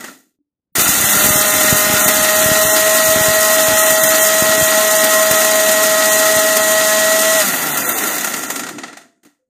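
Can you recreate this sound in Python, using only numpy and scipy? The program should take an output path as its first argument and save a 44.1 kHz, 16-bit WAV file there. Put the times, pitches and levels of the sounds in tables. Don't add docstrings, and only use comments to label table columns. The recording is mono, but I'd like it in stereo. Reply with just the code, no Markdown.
import sys
import numpy as np
from scipy import signal
from scipy.fft import rfft, irfft, next_fast_len
from scipy.io import wavfile
from scipy.ndimage import uniform_filter1d, minimum_filter1d

SR = 44100
rng = np.random.default_rng(int(sys.argv[2]) if len(sys.argv) > 2 else 0)


def amp(db):
    return 10 ** (np.asarray(db, float) / 20)


def write(x):
    x = np.atleast_2d(x).T
    wavfile.write(sys.argv[1], SR, np.round(np.clip(x, -1, 1) * 32767).astype(np.int16))


N = 418499

HZ = np.fft.rfftfreq(next_fast_len(N), 1 / SR)
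SWITCH_ON_S, SWITCH_OFF_S = 0.7526, 7.42


def rms_one(x):
    return x / np.sqrt(np.mean(x ** 2) + 1e-20)


def in_time(rows):
    s, *columns = np.transpose(rows)
    return np.array([np.interp(np.arange(N) / SR, s, c) for c in columns])


def at_hz(points):
    hz, value = np.transpose(points)
    return np.interp(np.log(HZ + 1), np.log(hz + 1), value)


def dying(x, t60):
    return signal.lfilter([1], [1, -amp(-60 / (t60 * SR))], x + 1e-18)


def softened(x, rise_ms):
    r = np.exp(-1000 / (rise_ms * SR))
    return signal.lfilter([(1 - r) ** 2], [1, -2 * r, r * r], x)


def drift(rate):
    r = np.exp(-80 * np.pi * rate / SR)
    slow = signal.lfilter([1], [1, -2 * r, r * r], rng.standard_normal(N // 40 + 2002))[2000:]
    return np.interp(np.arange(N) / 40, np.arange(len(slow)), rms_one(slow))


SPLITS_HZ = [450, 2300, 5600, 10000]
# (frequency [Hz], likeness [0 to 1])
LIKENESS = [(60, .1), (120, 0.36), (240, 1), (480, 0.83), (950, 0.082), (1890, 0.41), (3300, 0.23),
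            (4500, 0.53), (5200, 0.16), (6500, 0.062), (9000, 0.15), (15000, .05)]
# (frequency [Hz], lead [radians])
LEAD = [(0, -1.5), (3620, 0.46), (4220, 1.5), (4480, -7), (5170, -8), (6370, -13), (7150, -10.5),
        (8100, -20.5), (8960, -16.5), (12000, -21), (13500, -20.5), (15200, -27)]


def grinding(turn):
    shower_db, pan_db = shower()
    levels = amp(shower_db + np.array([[1.5], [-1.5], [1.5], [1.5], [1.5]]))
    resting = (np.arange(N) < .4 * SR) | (np.arange(N) > SWITCH_ON_S * SR)
    coarse = grains(turn, per_s=250, spread_db=7.5, t60=0.057, steady=4.6, beat=.055)
    fine = grains(turn, per_s=370, spread_db=2.0, t60=0.032, steady=1.83, beat=.12)
    blows = knocks([0.075, 0.024, 0.027, 0.022, 0.032], 0.35, room_db=-16.5, rise_ms=1.6)
    loudness = np.hypot(resting * levels * [coarse ** 1.2, coarse, coarse, fine, fine], blows)
    loudness = loudness ** 2 / (loudness + amp(-85))

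    below = [1 / (1 + (HZ / hz) ** 8) for hz in SPLITS_HZ]
    bands = np.diff([0 * HZ, *below, 1 + 0 * HZ], axis=0)
    jar = jar_response()
    alike = np.clip(at_hz(LIKENESS), 0, .99)
    lead = np.exp(.5j * at_hz(LEAD))
    white, out = rng.standard_normal((2, N)), 0
    for band, level in zip(bands, loudness):
        mid, side = rfft(white * level, next_fast_len(N))
        mid, side = np.sqrt(1 + alike) * mid, np.sqrt(1 - alike) * side
        colour = band * jar / np.sqrt(2 * np.mean(np.abs(band * jar) ** 2))
        out = out + colour * [(mid + side) * lead, (mid - side) / lead]

    gate_db = [(.36, 0), (.44, -60), (SWITCH_ON_S - .004, -60), (SWITCH_ON_S - .001, -12),
               (SWITCH_ON_S + .002, 0)]
    pan = amp((pan_db - 1.5) / 2 * [[1], [-1]])
    return amp(in_time(gate_db)) * irfft(out, next_fast_len(N))[:, :N] * pan


# (time [s], level [dB])
VIGOUR = [(.751, 0.5), (.84, 1.5), (.92, 0), (1.23, 2), (1.4, 0.5), (2.3, 0.5), (2.61, 0.5), (5.07, 0),
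          (7.27, -0.5), (7.41, 1), (7.53, 0.5), (8.13, -0.5), (8.5, -7.5), (8.58, -8.5), (8.7, -22),
          (8.89, -23), (9.05, -49), (9.49, -76)]
# (level [dB], change as the spice gets finer [dB/s], step at switch-off [dB],
# share of the vigour [ratio])
SHOWER_BANDS = [
    (-19, -0.19, -0.5, 1.01),
    (-22.5, 0.02, -6, 1.28),
    (-19, 0.08, -8, 0.89),
    (-15.5, -0.5056, -1.5, 1.75),
]
# (level [dB], fall [dB/s])
EARLIER = [
    (-42, 134.5),
    (-35.5, 198.5),
    (-45.5, 150),
    (-43, 146.5),
    (-43, 137),
]


def shower():
    t = np.arange(N) / SR
    vigour_db, = in_time(VIGOUR)
    off = np.clip((t - SWITCH_OFF_S) / 0.1, 0, 1)
    worn_s = np.clip(t, SWITCH_ON_S, SWITCH_OFF_S) - SWITCH_ON_S
    running_db = [-33.5 - 81.5 * np.maximum(t - 8.75, 0)]
    for db, wear_db, step_db, share in SHOWER_BANDS:
        running_db.append(db + wear_db * worn_s + step_db * off + share * vigour_db)
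    earlier_ends_s = 0.09
    earlier_db = [db - fall_db * np.maximum(t - earlier_ends_s, 0) for db, fall_db in EARLIER]
    settled_s, running_pan_db, coasting_pan_db = 8.75, 0.5, 2.5
    leaning = off - np.clip((t - settled_s) / 0.092, 0, 1)
    pan_db = running_pan_db + leaning * (coasting_pan_db - running_pan_db)
    return np.where(t < SWITCH_ON_S / 1.5, earlier_db, running_db), pan_db


def grains(turn, per_s, spread_db, t60, steady, beat):
    sizes = amp(spread_db * np.minimum(rng.exponential(1, N), 5))
    struck = sizes * (rng.random(N) < per_s * amp(2.5 * drift(14)) / SR)
    pulsing = 1 + beat * np.cos(turn) + beat * 1.2 * np.cos(2 * turn)
    strikes = rms_one(softened(dying(struck, t60), rise_ms=.9))
    return rms_one((steady + strikes) * pulsing)


# (time [s], peak [dB], brightness [dB])
KNOCKS = [(0.793, 0, -9), (1.13, -2.5, -9), (1.358, -5.5, -7.5), (1.536, -6, -5.5), (1.607, 0, -10),
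          (2.008, -5, -11), (2.078, -0.5, -3.5), (2.226, -10, -4), (3.256, -3.5, -11), (3.787, -9.5, -2.5),
          (3.903, -1.5, -4.5), (4.032, -1, -3), (4.179, -9.5, -2), (5.039, -3, -4), (5.309, 0, -7),
          (5.444, -3, -6.5), (5.552, -7.5, -4), (6.055, -8, -6.5), (6.255, -4.5, -8.5), (6.566, -1.5, -6)]
# (time [s], peak [dB], brightness [dB], thud [dB])
TUMBLES = [(0.004, -24.5, -11, -12), (0.04, -17.5, -21, -21), (7.667, -12.5, -16, -8.5),
           (7.771, -10, -6.5, -17.5), (7.888, -16.5, 3.5, -14), (7.981, -11.5, -4.5, -15.5),
           (8.035, -9.5, -9.5, -12.5), (8.071, -16.5, -4.5, -12.5), (8.179, -13.5, -5.5, -15.5),
           (8.207, -15.5, -9, -15), (8.242, -8.5, -9.5, -21.5), (8.271, -14, -13.5, -11.5),
           (8.337, -9, -15.5, -12.5), (8.366, -21, -13, -11), (8.431, -14, -13, -15),
           (8.5, -9.5, -9.5, -15), (8.557, -13.5, -10, -23), (8.592, -13.5, -13.5, -23),
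           (8.633, -16, -21, -24.5), (8.664, -17.5, -22, -17), (8.686, -17.5, -14.5, -21),
           (8.782, -15, -25.5, -26.5), (8.833, -12, -35, -17.5), (8.878, -25, -31, -9.5),
           (8.927, -25.5, -24.5, -9.5), (8.969, -23, -17, -22), (9.011, -40.5, -24, -10.5),
           (9.231, -41, -13, -7), (9.248, -38.5, -14, -5.5), (9.261, -42.5, -18, -6.5)]
# (level against the peak [dB], share of the brightness [ratio],
# share of the thud [ratio])
BLOW_COLOUR = [
    (-3, .01, 1.18),
    (-6, 0.037, -0.099),
    (-9, 0.075, 0.023),
    (0, .55, -0.069),
    (10, 1.42, 0.12),
]


def knocks(t60, room_t60, room_db, rise_ms):
    knock_offset_db, knock_thud_db = -3.5, -12
    powered = [(s, db + knock_offset_db, bright, knock_thud_db) for s, db, bright in KNOCKS]
    s, peak_db, bright_db, thud_db = np.transpose(powered + list(TUMBLES))
    band_db = [peak_db + db + bright * bright_db + thud * thud_db for db, bright, thud in BLOW_COLOUR]
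    blows = np.zeros((5, N))
    blows[:, (s * SR).astype(int)] = amp(band_db)
    ringing = np.array([dying(row, t) for row, t in zip(blows, t60)])
    return softened(ringing + amp(room_db) * dying(blows, room_t60), rise_ms)


# (frequency [Hz], width [Hz], left level [dB], right level [dB])
JAR = [(289, 67, 5, 4.5), (686, 336, 10, 11), (1373, 146, 16, 10.5), (1927, 390, 15.5, 13.5),
       (2662, 440, 6, 5.5), (3560, 88, 6, 4), (4057, 76, 8.5, 3.5), (4830, 220, 4.5, -16.9),
       (6320, 700, 6, 1), (7000, 580, 9, 3), (8610, 900, 2.5, 7), (10500, 250, -6.5, -4),
       (11920, 260, 8, -6), (13440, 1100, 7.5, 0)]
# (frequency [Hz], level per Hz [dB])
BODY = [(60, -32), (120, -14), (250, 0.5), (500, -8.5), (1000, -3.5), (2300, -7.5), (3300, -1.5),
        (5000, 0.5), (7500, -1.5), (10000, -3.5), (15500, -6.5)]


def jar_response():
    response = amp(at_hz(BODY)) * np.ones((2, 1), complex)
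    for hz, width, *side_db in JAR:
        gain = np.sqrt(amp(np.array(side_db)))[:, None]
        spring = hz ** 2 - HZ ** 2
        response = response * (spring + 1j * HZ * width * gain) / (spring + 1j * HZ * width / gain)
    return response


# (multiple of its speed, level against the curve [dB], left-right [dB])
IMBALANCE = [(1, -0.99, -8)]
# (multiple of shaft speed, level against the curve [dB], left-right [dB])
BLADE = [(3, -.1, -5)]
# (multiple of shaft speed, level against the curve [dB], left-right [dB])
FAN = [(9, -0.13, 2.1)]
# (multiple of shaft speed, level against the curve [dB], left-right [dB])
OTHER_ORDERS = [(2, -8, -2), (4, -3.5, -2), (5, -4, 10), (6, -0.6, -6.5), (8, -8, -4.5), (15, -10, -4),
                (19, -8.5, 8.5)]
# (multiple of shaft speed, level [dB], left-right [dB])
EARLY_ORDERS = [(7, -0.6, 6.5), (10, -3, -2.5)]


def motor(turn, levels_db):
    out = np.zeros((2, N))
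    sounding, = in_time([(.82, 0), (1.12, 1), (8.0, 1), (8.3, 0)])
    coasting, = in_time([(7.4, 0), (7.5, 1)])
    wobbling = turn + (0.046 + .09 * coasting) * drift(12)
    for orders, curve_db in zip([IMBALANCE, BLADE, FAN, OTHER_ORDERS, EARLY_ORDERS], levels_db):
        waver_db = 1.0 + (2.2 if len(orders) > 1 else 0) + 3 * coasting
        for multiple, db, pan_db in orders:
            tone = np.sin(round(multiple) * wobbling + 2 * np.pi * rng.random())
            level_db = curve_db + db + waver_db * drift(12.4) - 0.45 * multiple * coasting
            out += np.sqrt(2) * amp(level_db) * tone * amp(np.array([[pan_db], [-pan_db]]) / 2)
    return sounding * out


# (time [s], speed [Hz])
SHAFT = [(.9, 196), (1.1, 202), (1.21, 203.5), (1.36, 207), (1.97, 207.3), (2.2, 209.2), (2.56, 210.9),
         (2.94, 212.2), (4.92, 212.6), (5.6, 212.2), (7.07, 213), (7.16, 214.3), (7.38, 214.6)]
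# (level at full speed [dB], change below it [dB/Hz], level at switch-off [dB], change after [dB/s])
HUM = [
    (-39.5, 1.05, -26, -40),
    (-17, -1.53, -41.5, -5),
    (-22, -1.1, -40, -3),
    (-29, -0.4, -37, -2.5),
    (-37, 1.48, -38.5, -3.5),
]


def drive():
    full_hz, coast_s = 211.4, .9
    since_s = np.maximum(np.arange(N) / SR - SWITCH_OFF_S + .04, 0)
    powered_hz, = in_time(SHAFT)
    off = np.clip((since_s - .035) / .04, 0, 1)
    short_hz = np.maximum(full_hz - powered_hz, 0)
    levels_db = []
    for db, db_per_hz, off_db, db_per_s in HUM:
        powered_db = db + np.minimum(db_per_hz * short_hz, 7)
        levels_db.append((1 - off) * powered_db + off * (off_db + db_per_s * since_s))
    return powered_hz * np.exp(-since_s / coast_s), levels_db


# (time [s], frequency [Hz], level [dB], t60 [s])
TOUCHES = [(.388, 290, -60, 0.25), (.721, 170, -58, .05), (9.39, 515, -70, 0.84), (9.235, 290, -50, .3),
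           (8.98, 680, -47, .5)]


def touches():
    t, out = np.arange(N) / SR, 0
    for s, hz, db, t60 in TOUCHES:
        level = amp(db - 60 * np.abs(t - s) / t60 + 3.2 * drift(40))
        out = out + (t > s) * level * np.sin(2 * np.pi * hz * (t - s))
    return out


# (time [s], peak [dB], left-right [dB])
POPS = [(0.797, -12, 3), (0.892, -12.5, 19), (1.004, -18, -21), (1.042, -15, -30), (1.169, -16, -24.5),
        (1.245, -8.5, -6.5), (1.306, -13, -36), (1.359, -12, -25.5), (1.688, -19.5, -12.5),
        (1.728, -9.5, -3), (1.87, -21, -28), (1.9, -13.5, -16.5), (1.94, -11.5, -30), (2.062, -14, -16.5),
        (2.462, -17, -6), (2.517, -9, -35), (2.653, -17.5, -29), (3.09, -20, 15), (3.162, -15.5, -27.5),
        (3.212, -14.5, -36.5), (3.286, -13.5, -45), (3.685, -14, -41), (3.908, -19.5, -3),
        (4.037, -24, -23), (4.424, -9, -35), (4.494, -18.5, -17), (4.581, -20, -24), (4.627, -14.5, -30),
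        (5.313, -15, -22), (6.367, -16.5, -29.5)]


def pops(cycle_ms, cut_hz, second_db):
    out, chance = np.zeros((2, N)), rng.random((len(POPS), 8))
    for (s, db, pan_db), draw in zip(POPS, chance):
        for side, lean_db in enumerate([pan_db, -pan_db]):
            length, sign, gap, order = draw[4 * side:4 * side + 4]
            gap_s = (.012 + .016 * gap) * np.sign(order - .3)
            for late_s, shorter, drop_db in [(0, 1, 0), (gap_s, .55, second_db * gap)]:
                size = int(shorter * cycle_ms * (0.54 + .6 * length) * SR / 1000)
                swing = np.sin(2 * np.pi * np.linspace(0, 1, size) ** 0.47) * np.sign(sign - .5)
                at = int((s + late_s) * SR) - size // 2
                out[side, at:at + size] += amp(db + 7.5 + drop_db + min(lean_db, 0)) * swing
    return signal.sosfilt(signal.butter(2, cut_hz, "high", fs=SR, output="sos"), out)


def buffeting(db, fade_db):
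    rumble = signal.butter(2, [60, 300], "band", fs=SR, output="sos")
    low = signal.sosfilt(rumble, rng.standard_normal((2, N)))
    blowing = in_time([(.75, -49), (.78, 3.5), (7.4, fade_db), (8.6, -22.5), (9.1, -50)])
    return rms_one(low) * amp(db + blowing + 5 * np.array([drift(15) - .8, drift(14)]))


def scene():
    shaft_hz, levels_db = drive()
    turn = 2 * np.pi * np.cumsum(shaft_hz) / SR
    air = pops(cycle_ms=6.2, cut_hz=90, second_db=-7.0) + buffeting(db=-37.5, fade_db=-7.5)
    floor = amp(-100) * rng.standard_normal((2, N))
    return grinding(turn) + motor(turn, levels_db) + touches() + air + floor


def thinned(x, margin_db, soft_db, from_hz, loud_db):
    pair = np.array([[1, 1], [1, -1]]) / np.sqrt(2)
    hz, _, cells = signal.stft(np.float32(pair @ x), SR, nperseg=2048)
    power = np.abs(cells) ** 2 + 1e-16
    band = np.add.reduceat(power, np.arange(0, 1025, 10), axis=1) / 10
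    band = np.repeat(band, 10, axis=1)[:, :1025]
    band = uniform_filter1d(band, size=2, axis=2)
    masker = uniform_filter1d(power[:, hz > from_hz].mean(axis=(0, 1)), size=5)
    calm = minimum_filter1d(power.mean(axis=(0, 1)), size=7)
    quiet_db = np.clip(loud_db - 10 * np.log10(calm) - 2.5, 0, 40)
    spare_db = 10 * np.log10(band / masker) + margin_db + quiet_db
    favour_db = 20 * (hz < from_hz) + 1.8 * (hz > 5800) - 1.5 * (np.abs(hz - 4750) < 500) - .8 * (hz < 5800)
    spare_db += favour_db[:, None]
    kept = (.5 + .5 * np.tanh(spare_db / soft_db)) * (hz < 15540)[:, None]
    return pair @ signal.istft(cells * kept, SR, nperseg=2048)[1][:, :N]


def low_pass(x):
    return signal.sosfilt(signal.butter(12, 15640, fs=SR, output="sos"), x)


def record(dry):
    thin = thinned(dry, margin_db=3.5, soft_db=.3, from_hz=2100, loud_db=-56)
    return low_pass(np.clip(thin, -1, 1))


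dry = scene()
out = record(dry)
write(out)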